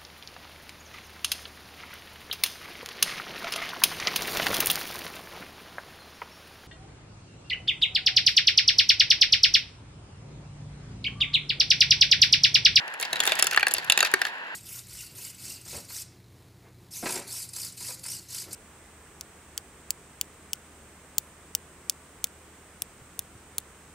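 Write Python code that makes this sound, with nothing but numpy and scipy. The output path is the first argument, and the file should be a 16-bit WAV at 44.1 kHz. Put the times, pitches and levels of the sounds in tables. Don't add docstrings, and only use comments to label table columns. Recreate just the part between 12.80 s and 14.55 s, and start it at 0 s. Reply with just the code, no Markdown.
import sys
import numpy as np
from scipy import signal
from scipy.fft import rfft, irfft, next_fast_len
from scipy.io import wavfile

SR = 44100
rng = np.random.default_rng(int(sys.argv[2]) if len(sys.argv) > 2 else 0)


def wav_out(sig):
    wavfile.write(sys.argv[1], SR, np.round(np.clip(np.atleast_2d(sig).T, -1, 1) * 32767).astype(np.int16))


N = 77175
T = np.arange(N) / SR
RING_T = T[:4096]

# start_s, thud_db, hollow_knock_db, clack_db, wall_ring_db, tick_db,
# then any pitch_hz of the struck spot, strongest first
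CONTACTS = [(.0786, -49, -50, -42, -46, -47), (.1393, -45, -38, -40, -49, -42),
            (.1991, -41, -45, -42, -40, -33), (.2111, -49, -56, -54, -54, -32, 10570),
            (.226, -42, -35, -29, -30, -30, 10350), (.2499, -41, -44, -37, -34, -43),
            (.3296, -35, -29, -30, -25, -28, 3940), (.3574, -47, -35, -34, -31, -39, 3870),
            (.3672, -50, -40, -41, -33, -45, 3930), (.4025, -35, -29, -25, -20, -22, 3420, 2850, 6900),
            (.4365, -42, -32, -40, -42, -32), (.4534, -44, -32, -40, -42, -30, 10900),
            (.4655, -44, -34, -36, -36, -30), (.4746, -31, -28, -25, -21, -25, 3600),
            (.5196, -29, -29, -22, -21, -30, 3600, 650), (.493, -38, -34, -33, -33, -38),
            (.5535, -48, -42, -40, -36, -34), (.5899, -36, -26, -30, -32, -28, 1897),
            (.5954, -34, -38, -29, -28, -25),
            (.6247, -33, -23, -24, -20, -15, 10150, 6767, 5800, 5200, 4323),
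            (.6431, -37, -37, -42, -34, -29), (.6687, -41, -29, -28, -29, -22, 1380, 2780),
            (.711, -50, -35, -32, -32, -31), (.7243, -40, -30, -33, -42, -46),
            (.7313, -46, -31, -30, -36, -35), (.745, -45, -26, -28, -35, -39),
            (.7623, -47, -30, -28, -45, -32),
            (.7743, -29, -12, -28, -22, -36, 1735, 1850, 1300, 4350, 3451, 810),
            (.7957, -50, -30, -27, -41, -36, 2386), (.8074, -55, -38, -30, -48, -43),
            (.8289, -29, -19, -20, -27, -37, 2374, 1600, 1860, 4371, 800),
            (.8681, -32, -19, -23, -26, -30, 1690, 2660, 4400), (.882, -43, -29, -42, -34, -28, 8600),
            (.9104, -44, -38, -40, -31, -33), (.9164, -44, -50, -47, -43, -34),
            (.938, -38, -45, -35, -39, -18, 11230, 10600), (.946, -41, -40, -32, -30, -35),
            (.966, -43, -50, -43, -34, -46), (.9825, -39, -35, -40, -27, -35, 4500),
            (1.0457, -55, -58, -46, -45, -39),
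            (1.0986, -34, -26, -15, -16, -18, 2708, 3542, 2900, 10350, 7230),
            (1.1216, -37, -29, -19, -19, -22, 2740, 3950, 4800),
            (1.1755, -30, -22, -21, -24, -22, 2550, 1800, 3780), (1.1892, -39, -31, -28, -27, -32),
            (1.2052, -32, -23, -23, -20, -20, 3800, 6837, 1800),
            (1.2276, -30, -19, -24, -23, -27, 1576, 1338, 4600), (1.2489, -44, -28, -24, -27, -31),
            (1.271, -45, -34, -38, -38, -42), (1.315, -50, -37, -48, -43, -39),
            (1.3384, -26, -14, -24, -26, -24, 1800, 1620, 2230, 380),
            (1.4163, -34, -19, -30, -28, -32, 1790, 1640), (1.451, -40, -25, -33, -33, -37, 1730),
            (1.467, -55, -29, -46, -41, -42, 1700)]
# low_hz, high_hz, dense_t60_s, dense_db
REGISTERS = [(342, 990, 0.039, 1.5), (1178, 1905, 0.035, -2.5), (2070, 3200, 0.042, -1.5),
             (3010, 5260, 0.033, 0)]
ARRIVAL_LEADS = [.09, .115, .05, .04, -.272]
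def knocks():
    spot_over_ring_db, spot_over_tick_db, trim_db = 7, 3, .3
    tower_pan = from_db([[2.5], [-2.5]])
    out = np.zeros((2, N))
    for start_s, thud_db, knock_db, clack_db, ring_db, tick_db, *spot_hz in CONTACTS:
        voices = [at_level(plastic_ring(*register), -spot_over_ring_db) for register in REGISTERS]
        voices.append(at_level(tick(), -spot_over_tick_db))
        levels_db = (thud_db, knock_db, clack_db, ring_db, tick_db)
        aside_ms = .01 * rng.standard_normal()
        for register, (voice, db, lead_ms) in enumerate(zip(voices, levels_db, ARRIVAL_LEADS)):
            own_hz = [hz for hz in spot_hz if sum(hz > band[1] for band in REGISTERS) == register]
            sound = at_level(voice + at_level(struck_spot(own_hz), 0), db + trim_db)
            if register == 0:
                sound = sound * tower_pan
            place(out, sound, start_s, (lead_ms + aside_ms) / 1000)
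    low_cut = signal.butter(2, 234, "high", fs=SR, output="sos")
    return signal.sosfilt(low_cut, out)


# pitch_hz, relative_db, t60_s
PLASTIC_MODES = [(410, -16, 0.028), (642, -10, 0.045), (800, 1.5, 0.029), (1318, -9.5, .016),
                 (1538, -3.5, .016), (1772, -1.5, 0.011), (1883, -3.5, 0.026), (2400, -5.5, .024),
                 (2710, 1.5, 0.031), (2776, -4.5, 0.027), (3507, 5.5, 0.036), (3870, -13.5, 0.015),
                 (4420, 13, 0.02), (5050, 8, .016)]
def plastic_ring(low_hz, high_hz, dense_t60_s, dense_db):
    level_spread_db, pitch_spread = 5.5, .016
    strong = 0
    for hz, db, t60_s in PLASTIC_MODES:
        strength, detune = rng.standard_normal(2)
        if low_hz <= hz < high_hz:
            gain = from_db(db + level_spread_db * strength)
            strong = strong + gain * mode(hz * (1 + pitch_spread * detune), t60_s)
    band = signal.butter(2, [low_hz, high_hz], "band", fs=SR, output="sos")
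    dense = signal.sosfilt(band, white_burst() * decay(dense_t60_s))
    return (at_level(strong, 0) + at_level(dense, dense_db)) * swell()


def struck_spot(pitches_hz, step_db=3.5, t60_at_1khz_s=.026):
    out = np.zeros(len(RING_T))
    for rank, hz in enumerate(pitches_hz):
        t60_s = t60_at_1khz_s * (1000 / hz) ** .4
        out += from_db(-step_db * rank) * np.sin(2 * np.pi * hz * RING_T) * decay(t60_s)
    return out * swell()


# frequency_hz, gain_db
TICK_SPECTRUM = [(1500, -41.5), (4500, -12.5), (5900, 0), (7000, 2), (8200, -1.5), (9100, -4), (10300, 2),
                 (11800, -3.5), (13500, -7), (15200, -6.5), (17000, -28)]
def tick():
    envelope = decay(t60_s=.015) + from_db(-3) * decay(t60_s=.021)
    return colour(white_burst() * envelope * swell(build_up_s=.0001), TICK_SPECTRUM)


# time_s, level_db
RATTLE_LEVELS = [(0, -50), (.18, -55.5), (.23, -32), (.29, -49), (.40, -39.5), (.44, -32), (.53, -33),
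                 (.58, -39.5), (.65, -37), (.70, -48), (.8, -42), (.86, -50.5), (.95, -41), (1.05, -45.5),
                 (1.22, -52), (1.255, -32), (1.32, -53), (1.47, -39), (1.53, -53), (1.75, -59)]
# frequency_hz, gain_db
RATTLE_SPECTRUM = [(200, -15), (600, 1.5), (1100, -24), (1700, 11.5), (2200, 6.5), (2700, 5), (4300, 4.5),
                   (6000, -7.5), (7300, -6), (9100, -19), (10800, -7), (13500, -20), (15300, -20),
                   (17000, -17)]
def rattle(hops_per_s=300, spread_db=3.2, spot_count=6):
    hops = rng.random(N) < hops_per_s / SR
    blows = hops * from_db(spread_db * np.minimum(rng.exponential(1, N), 3))
    spots = rng.integers(0, spot_count, N)
    out = np.zeros((2, N))
    for spot in range(spot_count):
        ring = white_burst(width=1) * decay(t60_s=.023)
        out += signal.fftconvolve([blows * (spots == spot)], ring, axes=1)[:, :N]
    return rms_one(colour(out, RATTLE_SPECTRUM)) * from_db(curve(RATTLE_LEVELS, T))


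# time_s, relative_db
ROLLING_LEVELS = [(0, -37.5), (.17, -41.5), (.32, -39), (.5, -34.5), (.8, -41), (1.05, -40), (1.25, -37),
                  (1.4, -40.5), (1.75, -38.5)]
# frequency_hz, gain_db
FUNNEL_SPECTRUM = [(100, -40), (200, -16.5), (420, -12.5), (660, -7.5), (850, -1.5), (1000, -2.5),
                   (1250, -8.5), (1620, 3.5), (1850, 2.5), (2200, -9.5), (2720, -4), (3300, -16.5),
                   (4500, -21), (6000, -36.5), (7400, -30.5), (9000, -64), (11000, -42), (16000, -60)]
def rolling(trim_db=2.5):
    return stereo_noise(FUNNEL_SPECTRUM) * from_db(curve(ROLLING_LEVELS, T) + trim_db)


# start_s, pitch_hz, envelope_db, t60_s
LANDINGS = [(.33, 133, -49, 0.13), (.625, 70.6, -52, 0.17), (0.786, 80.7, -50, 0.24),
            (.96, 79.8, -51, 0.27), (1.338, 59.6, -43, 0.028), (1.338, 290, -18, .018)]
def tower_thumps(build_up_s=.0025):
    out = np.zeros((2, N))
    for start_s, hz, db, t60_s in LANDINGS:
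        t = np.maximum(T - start_s, 0)
        out += from_db(db) * np.sin(2 * np.pi * hz * t) * swell(build_up_s, t) * decay(t60_s, t)
    return out


# frequency_hz, gain_db
ROOM_SPECTRUM = [(100, 1), (700, 1.5), (1700, -0.5), (4000, 3.5), (8000, -5), (16000, -22)]
def room(x, t60_s=.35, delay_s=.0079, send_db=-15.5):
    t = T[:SR // 2]
    tail = rng.standard_normal((2, len(t))) * decay(t60_s, t) * (t > delay_s)
    tail = colour(tail / np.sqrt(np.sum(tail ** 2) / 2), ROOM_SPECTRUM)
    return from_db(send_db) * signal.fftconvolve(x, tail, axes=1)[:, :N]


# time_s, level_db
HANDLING_LEVELS = [(0, -77), (.31, -61.5), (.4, -57.5), (.9, -63), (1.12, -56), (1.45, -67.5), (1.75, -78)]
# frequency_hz, gain_db
HANDLING_SPECTRUM = [(20, -37), (45, -24), (80, 9.5), (110, 5), (165, 14.5), (260, -1), (500, -51)]
def handling():
    return stereo_noise(HANDLING_SPECTRUM) * from_db(curve(HANDLING_LEVELS, T))


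# frequency_hz, correlation
CHANNEL_LIKENESS = [(60, 0.67), (500, 1), (1500, 1), (3000, 0.24), (8000, 0.075)]
def stereo_noise(spectrum, left_lead_ms=.2):
    size = 2 * next_fast_len(N // 2 + 1)
    alike = per_bin(CHANNEL_LIKENESS, size)
    mid, side = rfft(rng.standard_normal((2, size)))
    channels = np.sqrt(1 + alike) * mid + np.sqrt(1 - alike) * side * [[1], [-1]]
    left, right = irfft(from_db(per_bin(spectrum, size)) * channels)
    right = np.roll(right, int(left_lead_ms * SR / 1000))
    return rms_one(np.array([left, right])[:, :N])


def mode(hz, t60_s):
    phase = rng.uniform(0, 2 * np.pi) + .27 * rng.standard_normal((2, 1))
    return np.sin(2 * np.pi * hz * RING_T + phase) * decay(t60_s)


def white_burst(width=.54):
    return rng.standard_normal(len(RING_T)) + width * rng.standard_normal((2, len(RING_T)))


def swell(build_up_s=.00091, t=RING_T):
    return 1 - np.exp(-t / build_up_s)


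def decay(t60_s, t=RING_T):
    return np.exp(-np.log(1000) * t / t60_s)


def at_level(x, db, window_s=.0071):
    onset = x[..., RING_T < window_s]
    return from_db(db) * x / np.sqrt(np.mean(onset ** 2) + 1e-20)


def place(out, x, start_s, left_lead_s):
    for channel, arrival_s in enumerate((start_s, start_s + left_lead_s)):
        i = int(arrival_s * SR)
        out[channel, i:i + x.shape[1]] += x[channel, :N - i]


def colour(x, spectrum):
    size = 2 * next_fast_len(x.shape[-1])
    cepstrum = irfft(np.log(from_db(per_bin(spectrum, size))))
    cepstrum[1:size // 2] *= 2
    cepstrum[size // 2 + 1:] = 0
    return irfft(rfft(x, size) * np.exp(rfft(cepstrum)))[..., :x.shape[-1]]


def per_bin(rows, size):
    hz, value = np.transpose(rows)
    bin_hz = np.arange(size // 2 + 1) * SR / size
    return np.interp(np.log(bin_hz + 1), np.log(hz), value)


def curve(rows, t):
    return np.interp(t, *np.transpose(rows))


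def from_db(db):
    return 10 ** (np.asarray(db) / 20)


def rms_one(x):
    return x / np.sqrt(np.mean(x ** 2) + 1e-20)


def scene():
    contacts = knocks() + rattle()
    return contacts + room(contacts) + tower_thumps() + rolling() + handling()


def record(dry):
    ceiling, cutoff_hz = .82, 16500
    rounded = dry / (1 + (dry / ceiling) ** 8) ** .125
    return signal.sosfilt(signal.ellip(10, .1, 80, cutoff_hz, fs=SR, output="sos"), rounded)


dry = scene()
out = record(dry)
wav_out(out)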